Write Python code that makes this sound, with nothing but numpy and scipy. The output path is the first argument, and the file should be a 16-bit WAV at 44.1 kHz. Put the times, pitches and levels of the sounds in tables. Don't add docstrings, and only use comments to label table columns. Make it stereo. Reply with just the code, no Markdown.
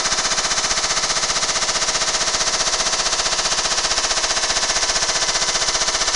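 import sys
import numpy as np
from scipy import signal
from scipy.fft import rfft, irfft, next_fast_len
from scipy.io import wavfile
from scipy.ndimage import uniform_filter1d, map_coordinates

SR = 44100
rng = np.random.default_rng(int(sys.argv[2]) if len(sys.argv) > 2 else 0)


def dump_mix(stems):
    frames = np.atleast_2d(stems).T
    limited = np.clip(frames, -1, 1)
    pcm = np.round(limited * 32767).astype(np.int16)
    wavfile.write(sys.argv[1], SR, pcm)


N = 271215

# (frequency [Hz], level [dB])
BODY_COLOUR = [(60, -11.5), (150, -25.5), (400, -7.5), (570, -17), (660, -6.5), (1250, -11), (2150, -9.5),
               (2500, -16), (3500, -14.5), (5000, -7), (6200, -6), (7200, -16.5), (8000, -27), (10200, -31)]
# (frequency [Hz], width [Hz], gain [dB])
METAL_COLOUR = [(127, 39, 2), (180, 205, 11), (346, 6.5, 6.5), (490, 71, 10), (483.8, 5.3, -13.5),
                (584.6, 14, 10), (628.4, 30, -2.5), (639.6, 24.8, 11.5), (723, 14, 3), (835, 95, 5.5),
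                (879, 71, -11), (928, 30, 6), (987, 18.3, 10), (1089, 95, 5.5), (1197, 50, 6),
                (1275, 19, 11), (1331.5, 17, 11), (1536.4, 26, 9), (1739, 10.6, 13.5), (1838, 58, 3.5),
                (2040, 15, 11), (2190, 18, 3.5), (2646, 62, 5), (2833, 36, 6), (3032, 53, 6),
                (3590, 33, 8.5), (3910, 90, 4), (4113, 110, 4.5)]
# (frequency [Hz], memory [turns])
PATTERN_MEMORY = [(200, 500), (550, 280), (1300, 100), (2700, 40), (5500, 14), (9000, 8)]
# (frequency [Hz], share of power [0-1])
FRESH_SHARE = [(60, .3), (200, .2), (500, .07), (1300, .09), (2700, .15), (5500, .23), (9000, .46)]
# (frequency [Hz], left over right [dB], left lead [rad], unshared sound [dB])
STEREO_IMAGE = [(80, .3, .02, -18), (400, .4, -.06, -25), (800, .1, -.01, -33), (1200, 0, 0, -55),
                (3000, 0, 0, -55), (4200, -.1, .1, -24), (6200, -1.4, .21, -22), (7200, -2.7, .32, -15),
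                (7900, -5.3, .88, -6), (8500, -1.1, 1.25, -1), (9100, 8.3, 1.5, -1), (9700, 16.9, .8, -5),
                (10200, 14.7, .46, -7)]
# (frequency [Hz], relative depth [0-1])
YARD_REACH = [(500, .3), (1800, 1), (2500, 1), (4000, .2)]

TURN_SAMPLES, TURN_COUNT = 2880, 98
NOMINAL_SPIN_HZ = SR / TURN_SAMPLES
HARMONIC_HZ = np.arange(TURN_SAMPLES // 2 + 1) * NOMINAL_SPIN_HZ


def amp(db):
    return 10 ** (np.asarray(db) / 20)


def unit(x):
    return x / np.sqrt(np.mean(x ** 2) + 1e-20)


def along(points, hz):
    point_hz, values = np.transpose(points)
    return np.interp(np.log(hz + 1), np.log(point_hz + 1), values)


def filtered(x, response):
    size = next_fast_len(x.shape[-1] + SR // 2)
    hz = np.fft.rfftfreq(size, 1 / SR)
    return irfft(rfft(x, size) * response(hz), size)[..., :x.shape[-1]]


def rotation(spin_hz=15.3034, strike_s=-.0063, slows_from_s=3.9, sag_hz_per_s=.06):
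    t = np.arange(N) / SR
    return spin_hz * (t - strike_s) - sag_hz_per_s * np.maximum(t - slows_from_s, 0) ** 2 / 2


def tub_thump(pitch_hz=200, decay_ms=3, lead_ms=5.4, gain_db=-21.5):
    turns = rotation() + lead_ms / 1000 * NOMINAL_SPIN_HZ
    since_s = (turns % 1) / NOMINAL_SPIN_HZ
    age = since_s * 1000 / decay_ms
    return amp(gain_db) * age * np.exp(-age) * np.sin(2 * np.pi * pitch_hz * since_s)


def metal_ring(size=16384):
    hz = np.fft.rfftfreq(size, 1 / SR)
    metal_db = sum(gain / (1 + (2 * (hz - centre) / width) ** 2) for centre, width, gain in METAL_COLOUR)
    cepstrum = irfft(np.log(amp(along(BODY_COLOUR, hz) + metal_db)))
    cepstrum[1:size // 2] *= 2
    cepstrum[size // 2 + 1:] = 0
    return irfft(np.exp(rfft(cepstrum)))[:size // 2]


def stroke(swing_db, lag_ms, slam_db, slam_ms, bounce_db, bounce_ms, lead_ms=0):
    turn = np.arange(TURN_SAMPLES) / TURN_SAMPLES - .5
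    turn_ms = 1000 / NOMINAL_SPIN_HZ
    scrape = amp(swing_db * np.cos(2 * np.pi * (turn - lag_ms / turn_ms)))
    since_ms = (turn * turn_ms + lead_ms) % turn_ms
    slam = amp(slam_db) * np.exp(-since_ms / slam_ms)
    bounces = amp(bounce_db) * np.exp(-since_ms / bounce_ms)
    return np.sqrt(scrape ** 2 + slam ** 2 + bounces ** 2)


def chatter():
    pattern, new = rfft(rng.standard_normal((2, TURN_COUNT, TURN_SAMPLES)))
    keep = np.exp(-1 / along(PATTERN_MEMORY, HARMONIC_HZ))
    for turn in range(1, TURN_COUNT):
        pattern[turn] = keep * pattern[turn - 1] + np.sqrt(1 - keep ** 2) * pattern[turn]
    fresh = along(FRESH_SHARE, HARMONIC_HZ)
    return np.sqrt(1 - fresh) * pattern + np.sqrt(fresh) * new


def yard_reflections(depth_db=1.4, span_harmonics=4, span_turns=14):
    patches = rng.standard_normal((TURN_COUNT, len(HARMONIC_HZ)))
    for _ in range(2):
        patches = uniform_filter1d(patches, span_turns, axis=0)
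        patches = uniform_filter1d(patches, span_harmonics, axis=1)
    return amp(depth_db * along(YARD_REACH, HARMONIC_HZ) * unit(patches))


def hammering(force, ring, band_hz, evenness=0, presses=1):
    spectra = chatter()
    for _ in range(presses):
        spectra = rfft(irfft(spectra) * force)
        spectra /= (np.abs(spectra) + 1e-9) ** evenness
    taps = irfft(spectra * yard_reflections()).ravel()
    low, high = band_hz
    taps = filtered(taps, lambda hz: ((1 + (low / (hz + 1)) ** 20) * (1 + (hz / high) ** 20)) ** -.5)
    position = (rotation() + 1.5) * TURN_SAMPLES
    spun = map_coordinates(taps, [position])
    return unit(signal.fftconvolve(spun, ring)[:N])


def frame_thud(ring, level_db=-37):
    force = stroke(swing_db=3, lag_ms=10.3, slam_db=5, slam_ms=4.8,
                   bounce_db=2.5, bounce_ms=28, lead_ms=4.5)
    return amp(level_db) * hammering(force, ring, band_hz=(85, 550), evenness=1, presses=2)


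def drum_rattle(ring, start_db=-21.5, rise_db_per_s=.04):
    force = stroke(swing_db=3.5, lag_ms=.5, slam_db=8, slam_ms=1.5, bounce_db=5.5, bounce_ms=14.6)
    level = amp(start_db + rise_db_per_s * np.arange(N) / SR)
    return level * hammering(force, ring, band_hz=(2400, 7500), evenness=.015)


def rim_fizz(ring, level_db=-30.5):
    force = stroke(swing_db=4.5, lag_ms=1.2, slam_db=-16, slam_ms=2, bounce_db=-15, bounce_ms=22)
    return amp(level_db) * hammering(force, ring, band_hz=(7500, 12000))


def panel_clang(ring, level_db=-25.5):
    force = stroke(swing_db=3, lag_ms=6.5, slam_db=-15, slam_ms=4,
                   bounce_db=-9, bounce_ms=37, lead_ms=5.5)
    return amp(level_db) * hammering(force, ring, band_hz=(550, 2400), evenness=.49, presses=2)


def machine(ring):
    return tub_thump() + frame_thud(ring) + panel_clang(ring) + drum_rattle(ring) + rim_fizz(ring)


def scene():
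    ring = metal_ring()
    balance, lead, unshared = [[(row[0], row[column]) for row in STEREO_IMAGE] for column in (1, 2, 3)]
    side = filtered(machine(ring), lambda hz: amp(along(unshared, hz)))

    def left_right(hz):
        ratio = amp(along(balance, hz)) * np.exp(1j * along(lead, hz))
        return np.array([2 * ratio, 2 * np.ones_like(ratio)]) / (1 + ratio)

    return filtered(machine(ring), left_right) + np.array([side, -side])


def record(dry, ceiling=.56, sag_depth=2.6, bias_hz=45, dc_block_hz=(10.5, 13), top_hz=10420):
    power = np.mean(dry, axis=0) ** 2
    block_hz = np.array(dc_block_hz)[:, None]
    sag = filtered(power - power.mean(),
                   lambda hz: 1j * hz / (block_hz + 1j * hz) / (1 + 1j * hz / bias_hz))
    rounded = dry / (1 + (dry / ceiling) ** 6) ** (1 / 6)
    return filtered(rounded - sag_depth * sag, lambda hz: amp(-np.clip((hz - top_hz) / 5, 0, 120)))


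dry = scene()
out = record(dry)
dump_mix(out)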